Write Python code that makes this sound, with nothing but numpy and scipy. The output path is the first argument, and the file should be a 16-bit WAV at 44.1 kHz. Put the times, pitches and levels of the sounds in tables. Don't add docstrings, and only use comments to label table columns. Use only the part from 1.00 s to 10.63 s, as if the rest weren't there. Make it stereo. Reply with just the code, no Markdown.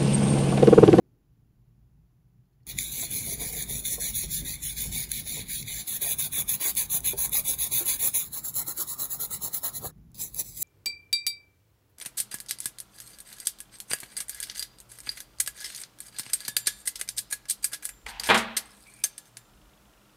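import sys
import numpy as np
from scipy import signal
from scipy.fft import rfft, irfft, next_fast_len
from scipy.io import wavfile
from scipy.ndimage import uniform_filter1d

SR = 44100
rng = np.random.default_rng(int(sys.argv[2]) if len(sys.argv) > 2 else 0)


def generate_wav(signal):
    frames = np.transpose(np.atleast_2d(signal))
    scaled = np.clip(frames, -1, 1) * 32767
    pcm = np.round(scaled).astype(np.int16)
    wavfile.write(sys.argv[1], SR, pcm)


def undo_db(level):
    steps = np.asarray(level, float) / 20
    return 10 ** steps


N = 424683
SIZE = next_fast_len(N + 4096)
HZ, T = np.fft.rfftfreq(SIZE, 1 / SR), np.arange(N) / SR


def evened(x):
    return x / np.sqrt(np.mean(x ** 2) + 1e-20)


def read(points, hz=HZ):
    f, value = np.transpose(points)
    return np.interp(np.log(hz + 1), np.log(f + 1), value)


def over_time(points):
    return undo_db(np.interp(T, *np.transpose(points)))


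def colour(x, gain):
    return irfft(rfft(x, SIZE) * gain, SIZE)[..., :N]


def band(lo_hz, hi_hz, steep=6):
    low_side = 1 + (lo_hz / (HZ + 1)) ** (2 * steep)
    high_side = 1 + (HZ / hi_hz) ** (2 * steep)
    return 1 / np.sqrt(low_side * high_side)


def humps(modes):
    return sum(undo_db(db) / (1 + ((HZ - hz) / width) ** 2) ** 0.98 for hz, width, db in modes)


def pair(gain, same):
    a, b = rng.standard_normal((2, N))
    return evened(colour(np.array([a, same * a + np.sqrt(1 - same ** 2) * b]), gain))


def flutter(ms):
    width = int(ms * 44)
    return evened(uniform_filter1d(uniform_filter1d(rng.standard_normal(N), width), width))


def frames(x):
    return signal.stft(x, SR, nperseg=512, noverlap=384)


def patches(shape, bins, steps):
    return evened(uniform_filter1d(uniform_filter1d(rng.standard_normal(shape), bins, 0), steps, 1))


CUTS = [
    1.668,
    8.912,
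    9.142,
]


def is_brushing():
    start, stop, resume = CUTS
    return (T > start) & (T < stop) | (T > resume)


# start in seconds, deep level in dB, low level in dB.
TABLE = [
    (0, -68, -64.5),
    (1.671, -54.5, -50.5),
    (4.85, -58.5, -53.5),
    (7.2, -61, -53.5),
    (8.92, -59.5, -55),
]
# time in seconds, change of level in dB (negative for a dip),
# length in seconds.
RUMBLE_SWELLS = [(.55, 3, 0.14), (.9, 8, 0.14), (2.35, 6, 0.49), (2.73, 3, 0.1), (3.3, 10, 0.46),
                 (3.9, 10.5, 0.079), (4.65, 4.5, 0.81), (4.86, -26, 0.031), (5.46, 4.5, 0.063),
                 (5.63, -11.5, 0.058), (6.3, 8, 0.88), (8.87, 20.5, 0.015), (9.6, 3, 0.43)]


def table_db():
    start, deep_db, low_db = np.transpose(TABLE)
    now = np.searchsorted(start, T, "right") - 1
    swell_db = sum(db * np.exp(-((T - s) / length) ** 2) for s, db, length in RUMBLE_SWELLS)
    return deep_db[now] + swell_db, low_db[now] + 0.38 * swell_db


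# frequency in Hz, width in Hz, level in dB.
DEEP = [(34.2, 5.6, -15), (51.7, 7.4, 11), (78, 33, -1.5)]
LOW = [(120.3, 27, -1), (149.6, 6.6, 0), (198, 53, -6)]
STILL_ROOM = [(118.5, 5.6, 4), (141.6, 5.4, -2), (167, 11, -6.5), (217, 36, -19)]


def rumble():
    deep_db, low_db = table_db()
    lumps = flutter(45)
    deep = pair(humps(DEEP), 0.94) * undo_db(deep_db + 0.84 * lumps)
    low = np.where(T < CUTS[0], pair(humps(STILL_ROOM), 0.98), pair(humps(LOW), 0.94))
    low = low * undo_db(low_db + 2.56 * lumps)
    return (deep + low) * undo_db([[.7], [-.7]])


# frequency in Hz, level in dB.
HUSH = [(250, -9), (517, -29.5), (800, -28.5), (1380, -34.5), (4000, -41.5), (7500, -42.5), (7900, -54),
        (8900, -53), (9300, -42.5), (9800, -42), (12400, -37.5), (12800, -60), (13900, -63), (14200, -36),
        (15500, -35.5)]
# time in seconds, hiss level in dB.
HUSH_LEVEL = [(0, -76), (1.655, -76.5), (1.67, -56), (8.9, -63), (8.91, -70), (9.14, -70), (9.63, -66)]
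# frequency in Hz, width in Hz, level in dB.
MURMUR = [(290, 100, 0.5)]
# time in seconds, traffic level in dB.
MURMUR_LEVEL = [(0, -65), (.3, -80), (.55, -75.5), (1.0, -89), (1.6, -82)]


def room():
    hush = pair(undo_db(read(HUSH)) * band(306, 15500), 0.31) * over_time(HUSH_LEVEL)
    murmur = pair(humps(MURMUR), 0.88) * over_time(MURMUR_LEVEL)
    return rumble() + hush + murmur


# time in seconds, pitch in Hz, level in dB.
RUB = [
    (2.2, 330, -79),
    (2.321, 400, -50),
    (2.5, 474.6, -52.5),
    (2.75, 406, -55.5),
    (2.85, 376, -61),
]


def rub():
    s, hz, db = np.transpose(RUB)
    turns = np.cumsum(np.interp(T, s, hz)) / SR
    tone = np.sin(2 * np.pi * turns) + .5 * np.sin(2 * np.pi * 1.6 * turns)
    return tone * flutter(12) * undo_db(np.interp(T, s, db, -120, -120))


# time in seconds, peak in dB, pitch in Hz, time to fall 60 dB in seconds.
KNOCKS = [(1.455, -74, 4200, .03), (1.53, -74, 4300, .04), (1.603, -71, 1900, .04), (1.632, -65, 4400, .02),
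          (2.028, -36, 678, 0.078), (2.981, -32.5, 474, 0.098), (3.238, -35, 370, 0.082),
          (3.42, -38.5, 258, 0.31), (2.71, -32, 123, 0.16), (3.234, -39, 62, 0.16), (3.895, -35, 62, .15),
          (4.37, -38, 447, 0.19), (4.394, -33, 152, 0.13), (5.016, -39, 369, 0.16),
          (6.134, -26.5, 394, 0.11), (6.35, -30, 825, 0.045), (6.81, -31.5, 350, 0.13),
          (7.682, -35, 348, 0.06), (7.786, -39.5, 352, 0.24), (8.431, -41.5, 403, 0.13),
          (8.846, -28, 484, 0.053), (8.854, -24, 754, 0.023)]


def knocks():
    out, t = np.zeros(N + 8000), np.arange(8000) / SR
    overtones = [(1, 0.98), (1.2, 0.51), (1.5, 0.404), (1.85, 0.16), (2.2, 0.28)]
    for s, db, hz, t60 in KNOCKS:
        ring = sum(g * np.sin(2 * np.pi * hz * ratio * t) for ratio, g in overtones)
        onset = np.minimum(t / 0.00083, 1)
        out[round(s * SR):][:8000] += undo_db(db - 5.0 - 60 * t / t60) * onset * ring
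    return out[:N] * undo_db([[1.2], [-1.2]])


# time in seconds, peak in dB, level of the part's ring in dB.
SNAPS = [(1.6685, -31, -62), (1.675, -30, -57), (1.7877, -12.5, -29), (1.9972, -25, -39),
         (2.625, -13.5, -60), (2.854, -17, -37.5), (3.2606, -22, -60), (3.6364, -25, -54),
         (3.949, -26.5, -39), (4.0925, -26, -60), (4.117, -11, -33), (4.1178, -15.5, -40.5),
         (4.628, -27.5, -38), (4.684, -22, -52), (5.4934, -10.5, -46), (5.752, -19, -55),
         (5.953, -13.5, -49), (5.9764, -14, -59), (6.0054, -21, -61), (6.295, -20.5, -65),
         (6.334, -16.5, -55.5), (6.865, -26.5, -73.5), (6.9964, -43, -54), (7.68, -20, -61),
         (8.002, -30, -42), (8.0554, -16, -59), (8.3247, -30, -49), (9.1177, -50, -79), (9.146, -34.5, -58),
         (9.2378, -19, -48), (9.3462, -22, -50), (9.3946, -22, -46), (3.006, -21, -50), (5.0183, -22, -56),
         (5.614, -20, -46), (5.771, -19, -52), (5.8996, -26, -49), (6.051, -17, -48), (6.194, -21, -50),
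         (6.3203, -21.5, -58), (6.7204, -19, -44), (7.1425, -21, -42), (7.542, -22.5, -49),
         (8.535, -23.5, -54), (8.641, -28, -54)]


def snaps():
    bright, low, t = np.zeros(N), np.zeros(N), np.arange(300) / SR
    for s, db, low_db in SNAPS:
        at = round(s * SR)
        crack = np.append(2.5, rng.standard_normal(299))
        crack = crack / np.linalg.norm(crack * undo_db(-60 * t / .006)) * 5
        bright[at:at + 300] += undo_db(db - 1.5 - 60 * t / .006) * crack
        low[at:at + 300] += undo_db(low_db + 11 - 60 * t / .007) * crack
    return bright, low


# turn in seconds, then stall, bite, release and touch on the tub in dB.
ON_FLAT = [(1.664, -44, -32.5, -33.5, -41), (1.745, -47, -28.5, -35.5, -66),
           (1.908, -35, -31, -28.5, -39.5), (2.085, -41, -30.5, -32.5, -38), (2.222, -34, -34, -27.5, -35),
           (2.376, -41, -29, -33, -36), (2.512, -36, -34, -28.5, -35.5), (2.664, -43, -30, -31, -38.5),
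           (2.821, -39, -24, -26, -45), (2.981, -40, -28, -29, -36.5), (3.123, -37.5, -26.5, -28, -53),
           (3.278, -42, -29, -31, -53), (3.434, -43, -34, -32, -39.5), (3.587, -48.5, -29.5, -35, -79),
           (3.746, -42, -30.5, -40, -31), (3.904, -40.5, -32.5, -31.5, -40.5),
           (4.078, -46.5, -32, -30.5, -46.5), (4.24, -45, -32.5, -35, -34),
           (4.453, -48.5, -31.5, -34, -48.5), (4.645, -46, -33.5, -31, -42.5)]
ON_UPRIGHT = [(4.853, -48, -28, -28.5, -40), (4.994, -44, -22.5, -22, -29.5), (5.165, -43.5, -23, -28, -42),
              (5.3, -48, -27, -22.5, -33.5), (5.454, -49.5, -21, -23.5, -38),
              (5.586, -45, -25.5, -23.5, -30), (5.74, -46.5, -21, -35, -41.5),
              (5.878, -49, -26, -22.5, -37.5), (6.017, -49, -23, -30, -39.5),
              (6.154, -47, -25.5, -22.5, -34.5), (6.3, -48, -26, -23.5, -34.5),
              (6.432, -44.5, -28, -27.5, -37), (6.569, -44, -28, -27, -37.5),
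              (6.697, -44, -25.5, -31, -33.5), (6.844, -39, -27, -30, -36.5),
              (6.98, -41.5, -28.5, -21.5, -35), (7.118, -43, -20, -42, -42)]
ON_RIBBED = [(7.297, -52, -28, -26, -36.5), (7.42, -47, -28, -28.5, -37), (7.522, -45.5, -23, -27.5, -34.5),
             (7.648, -44.5, -26.5, -28, -33), (7.747, -45.5, -26, -23, -35.5),
             (7.858, -44, -32, -29, -33.5), (7.965, -46, -25.5, -29, -34), (8.082, -44, -27.5, -38, -34),
             (8.177, -42, -24, -25, -33), (8.286, -46.5, -27.5, -35, -33), (8.391, -48.5, -28, -27, -33.5),
             (8.507, -46, -25, -27.5, -35.5), (8.607, -46, -25, -27, -32), (8.718, -47, -34, -28.5, -34.5),
             (8.809, -47, -43, -29, -26)]
ON_STUDDED = [
    (8.904, -50, -96, -85.5, -49),
    (9.15, -47, -28, -48.5, -38),
    (9.308, -51.5, -31, -21.5, -36),
    (9.44, -44.5, -42, -48.5, -48),
    (9.55, -42.5, -34, -24, -43.5),
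]
# rise in dB per second, fall in dB per second, ring of the part in dB.
HANDLING = [
    (321, 287, -15.5),
    (640, 464, -18.5),
    (495, 467, -21),
    (267, 602, -21),
]


def strokes():
    parts = [ON_FLAT, ON_UPRIGHT, ON_RIBBED, ON_STUDDED]
    last_turn_s, last_stall_db, quickest_s = 9.67, -50.5, .01
    turn, stall, bite, release, touch = np.concatenate(parts).T
    rise, fall, ring = np.repeat(HANDLING, [len(p) for p in parts], axis=0).T
    after = np.append(turn[1:], last_turn_s)
    next_stall = np.append(stall[1:], last_stall_db)
    bite_s = turn + np.maximum((bite - stall) / rise, quickest_s)
    release_s = after - np.maximum((release - next_stall) / fall, quickest_s)
    release_s = np.maximum(release_s, bite_s + quickest_s / 10)
    at = np.append(np.transpose([turn, bite_s, release_s]), after[-1])
    level_db = np.append(np.transpose([stall - 1.5, bite, release]), next_stall[-1])
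    return at, level_db, (bite_s + release_s) / 2, ring, touch


def flicks(per_s, spread_db, clump_db):
    size = undo_db(spread_db * np.minimum(rng.exponential(1, N), 6)) * rng.standard_normal(N)
    clumps = undo_db(clump_db * flutter(19.0) + 0.77 * flutter(0.59))
    return evened(size * (rng.random(N) < per_s / SR) * clumps)


SWELL_DB = [5, 0, 1, 2.5, 0.5, 1, 1, 1.5, -3, 1, 0, 3, 2.5, 1, 5, 4, 0.5, 2.5, 2.5, 0.5, -0.5, -4, 0.5, 0,
            -1.5, 1.5, 4.5, 3, 4.5, 1, 5, 6.5, 6, 7, 7.5, 3.5, 3.5, -2, -2, 0.5, 0, -1, 1.5, 1, 4, -1, 4,
            2.5, -3, 1.5, 3, 2, 4, 1, 4.5, 3.5, -6]
RING_DB = [1.5, 0.7, -0.7, 0, -2, -0.5, 0, -3, -2.5, 0.1, -2.2, 0.58, 1.4, 0.5, 0.3, 0.73, 1.7, 2.4, 1.5, 2,
           1, 2, 0.5, 2.2, 0, 5, 1.2, -2.5, 2, -2.5, 1.3, -3, 0.8, 0.3, 2.3, -0.6, -1, -1, -3, -3, -1.3,
           -0.8, -1, -1, -2, -2, 0, 0, -2.2, -0.7, 0, -1, 9, -2, -0.42, -2, -1]


def spray():
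    at, level_db, mid, ring, scrape = strokes()
    place = np.interp(T, at, np.arange(len(at)))
    step, part = np.floor(place), place % 1
    drifting = step % 3 == 1
    sharp = np.where(drifting, 1, 1.9)
    place = step + part ** sharp / (part ** sharp + (1.24 * (1 - part)) ** sharp)
    stroke_db = np.interp(place, np.arange(len(at)), level_db)
    stroke_db += np.where(drifting, np.interp(T, mid, SWELL_DB) * np.sin(np.pi * part), 0)
    ring_db = np.interp(T, mid, RING_DB) + 0.82 * stroke_db + np.interp(T, mid, ring) - 1
    scrape_db = 0.66 * stroke_db + np.interp(T, mid, scrape) + 0.69 + 2.0 * flutter(24)
    fizz_db = stroke_db - 1.5
    bright, low = snaps()
    common, on, out = flicks(9000, 1.0, 0.25), is_brushing(), 0
    groups = [(200, 1450, scrape_db, 0), (1450, 5550, ring_db, low),
              (5550, 10500, fizz_db, bright), (10500, 16500, fizz_db, bright)]
    for lo, hi, db, cracks in groups:
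        group = 0.95 * common + 0.74 * flicks(9000, 1.2, 1.0)
        hz, t, z = frames(group * undo_db(db) * on + cracks)
        out = out + z * ((hz >= lo) & (hz < hi))[:, None]
    return hz, t, out


# frequency in Hz, level in dB.
SCATTER = [(300, -1), (700, -6), (1250, -5.5), (2000, -10), (2500, -14), (3200, -19.5), (4300, -22),
           (5100, -15), (6000, -18), (7400, -21), (8500, -23), (9500, -17), (11000, -22), (12300, -21),
           (13400, -20), (16000, -24)]


def scatter(z, hz):
    linger = np.sqrt(abs(uniform_filter1d(abs(z) ** 2, 25, 1, origin=6)))
    on = is_brushing()
    stft_on = np.append(on[::128], np.repeat(on[-1], z.shape[1]))[:z.shape[1]]
    linger = linger * stft_on
    stall = linger.sum(0) / (abs(uniform_filter1d(abs(z).sum(0), 5)) + 1e-9)
    linger *= np.clip(stall, .5, 2.5) ** .2
    linger *= undo_db(read(SCATTER, hz)[:, None] + 4.5 * patches(z.shape, 7, 22))
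    return linger * np.exp(2j * np.pi * rng.random((2, *z.shape)))


def part_gain(hz, tint, tilt, left):
    shape = np.where(hz < 1450, undo_db(tilt * np.log2(hz / 600 + .1)), undo_db(read(tint, hz)))
    for lo, hi in [(300, 1450), (1450, 5550), (5550, 16500)]:
        inside = (hz >= lo) & (hz < hi)
        power = np.sum((shape ** 2 * (1 + left ** 2) / 2)[inside]) / len(hz)
        shape[inside | (hz < lo) & (lo < 1000)] /= np.sqrt(power)
    return shape


def stirred(turns, hz):
    stir = np.interp(hz, [300, 700, 2000, 3300, 4300, 5000, 6000, 6600],
                     [.05, .14, .13, .12, .14, .13, .12, .075])
    turns = turns + patches(turns.shape, 4, 24) * stir[:, None]
    for pull in (.95, .7):
        turns = turns - pull * np.sin(2 * np.pi * turns) / (2 * np.pi)
    return turns


PART_STARTS = [
    1.654,
    4.86,
    7.25,
    8.93,
    9.7,
]
# frequency in Hz, level in dB.
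FLAT_CASE = [(1464, -21), (1637, -13.7), (1981, -12.5), (2239, -6), (2412, -10), (2670, -20.5),
             (3187, -11.5), (4393, -10), (4651, -11.5), (5943, -11.5), (7235, -4), (8355, -9), (9044, 3),
             (9561, -4.5), (10164, -1.5), (11714, -6.5), (12145, -3), (12748, -9.0), (13954, -1.6),
             (15590, -7)]
UPRIGHT_CASE = [(1464, -15.5), (1981, -18.5), (2412, -11), (2670, -22.5), (3445, -11), (4048, -15),
                (4307, -15.5), (4565, -12), (4996, -12), (5771, -16.5), (6546, -7.5), (7494, -8.5),
                (7838, -5.5), (8355, -1), (8872, -2.3), (12145, -1.5), (12575, -8), (13264, -1.5),
                (15073, -3.2), (15590, -2)]
RIBBED_BAR = [(1464, -22.5), (1637, -19), (2326, -14.5), (2670, -26), (4134, -13), (4479, -16.5),
              (5082, -18.0), (5426, -13), (6029, -18), (6718, -8), (8441, 1.5), (9475, -14), (9819, -4),
              (10422, -6), (11886, -1.2), (13264, -3), (13781, 0), (14212, -7), (14901, -2.5), (15590, 0.5)]
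STUDDED_BAR = [(1464, -30), (2239, -20.5), (3015, -28.5), (3273, -20), (3531, -22.1), (3790, -13),
               (4651, -13.5), (4910, -8), (5426, -14), (6029, -6.5), (6718, -12), (7321, -3), (8096, 2.5),
               (9475, -8), (9819, -3), (9991, -6.9), (10508, -4.5), (12145, -1.1), (13609, -2.5),
               (15590, -4)]
# frequency in Hz, phase in half turns.
LEADS = [
    [(500, -.36), (900, -.46), (1380, -1), (1600, -1.4), (2070, -1.48), (2380, -1.58), (2580, -2.45),
     (2750, -2.63), (3080, -2.55), (3230, -3), (3380, -3.5), (3600, -3.47), (4200, -3.67), (4650, -3.54),
     (4950, -3.31), (5300, -3.33), (5700, -3.57)],
    [(500, -.36), (800, -.45), (1100, -.45), (1380, -1), (1600, -1.42), (2070, -1.58), (2400, -1.66),
     (2700, -2.36), (2900, -2.47), (3260, -3), (3420, -3.53), (3650, -3.5), (3900, -3.68), (4150, -3.6),
     (4400, -3.48), (4650, -3.46), (4950, -3.26), (5300, -3.32), (5700, -3.5)],
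    [(500, -.4), (1250, -.36), (1550, -.63), (1900, -.54), (2200, -.63), (2480, -1), (2660, -1.45),
     (2850, -1.58), (3150, -1.4), (3400, -1.5), (4000, -1.66), (4650, -1.5), (5000, -1.35), (5300, -1.47),
     (5900, -1.5)],
    [(500, -.4), (1250, -.4), (1500, -1), (1800, -1.38), (2300, -1.47), (2600, -1.64), (3100, -1.39),
     (3600, -1.78), (4150, -1.75), (4400, -1.5), (4850, -1.29), (5200, -1.45), (5700, -1.45)],
]
# frequency in Hz, phase in half turns.
PATH = [(6200, .34), (6650, .34), (7050, .47), (7800, .59), (8100, .7), (8520, 1), (8980, 1.33),
        (9500, 1.46), (10300, 1.64), (10600, 1.84), (11400, 2.17), (11900, 2.45), (12650, 2.63),
        (12900, 2.8), (13780, 3.2), (14030, 3.36), (15000, 3.6), (15300, 3.76), (15700, 3.95)]
# frequency in Hz, width in Hz, level in dB.
LEFT_PEAKS = [
    (3593, 410, 10.5),
    (3530, 560, 7.5),
    (4040, 240, 4.5),
    (900, 2400, 4.5),
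]
SCRAPE_TILTS = [
    -3.5,
    1.5,
    2,
    -6.5,
]


def brushing():
    hz, t, z = spray()
    z = z * undo_db(2.43 * patches(z.shape, 2, 20))
    sway = 1 + .007 * flutter(40)[::128][np.minimum(np.arange(len(t)), N // 128 - 1)]
    gain, cavity, turns = np.zeros((3, *z.shape))
    tints = [FLAT_CASE, UPRIGHT_CASE, RIBBED_BAR, STUDDED_BAR]
    parts = zip(PART_STARTS, PART_STARTS[1:], tints, LEADS, LEFT_PEAKS, SCRAPE_TILTS)
    for start, end, tint, lead, (peak_hz, width, db), tilt in parts:
        now = (t >= start) & (t < end)
        left = undo_db(db * np.exp(-((hz - peak_hz) / width) ** 2))
        gain[:, now] = part_gain(hz, tint, tilt, left)[:, None]
        cavity[:, now] = left[:, None]
        whole_turns = 2 * np.floor(lead[-1][1] / 2)
        path = [(path_hz, whole_turns + more) for path_hz, more in PATH]
        f, half_turns = np.transpose(list(lead) + path)
        turns[:, now] = np.interp(hz[:, None] * sway[now], f, half_turns)
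    turns = stirred(turns, hz)
    loose = np.exp(1j * 1.05 * patches(z.shape, 3, 5))
    total = np.cos(np.pi * turns / 2)
    difference = -1j * np.sin(np.pi * turns / 2) * loose
    left, right = scatter(z, hz)
    left_port = cavity * (z * (total + difference) + left)
    right_port = z * (total - difference) + right
    ports = gain * np.array([left_port, right_port])
    return signal.istft(ports, SR, nperseg=512, noverlap=384)[1][:, :N]


def scene():
    return room() + rub() + knocks() + brushing()


def low_pass(x):
    return signal.sosfilt(signal.butter(12, 17080, fs=SR, output="sos"), x)


def record(dry):
    mix = colour(dry, np.clip((15870 - HZ) / 250, 0, 1) ** 2)
    return low_pass(mix)


dry = scene()
out = record(dry)
generate_wav(out)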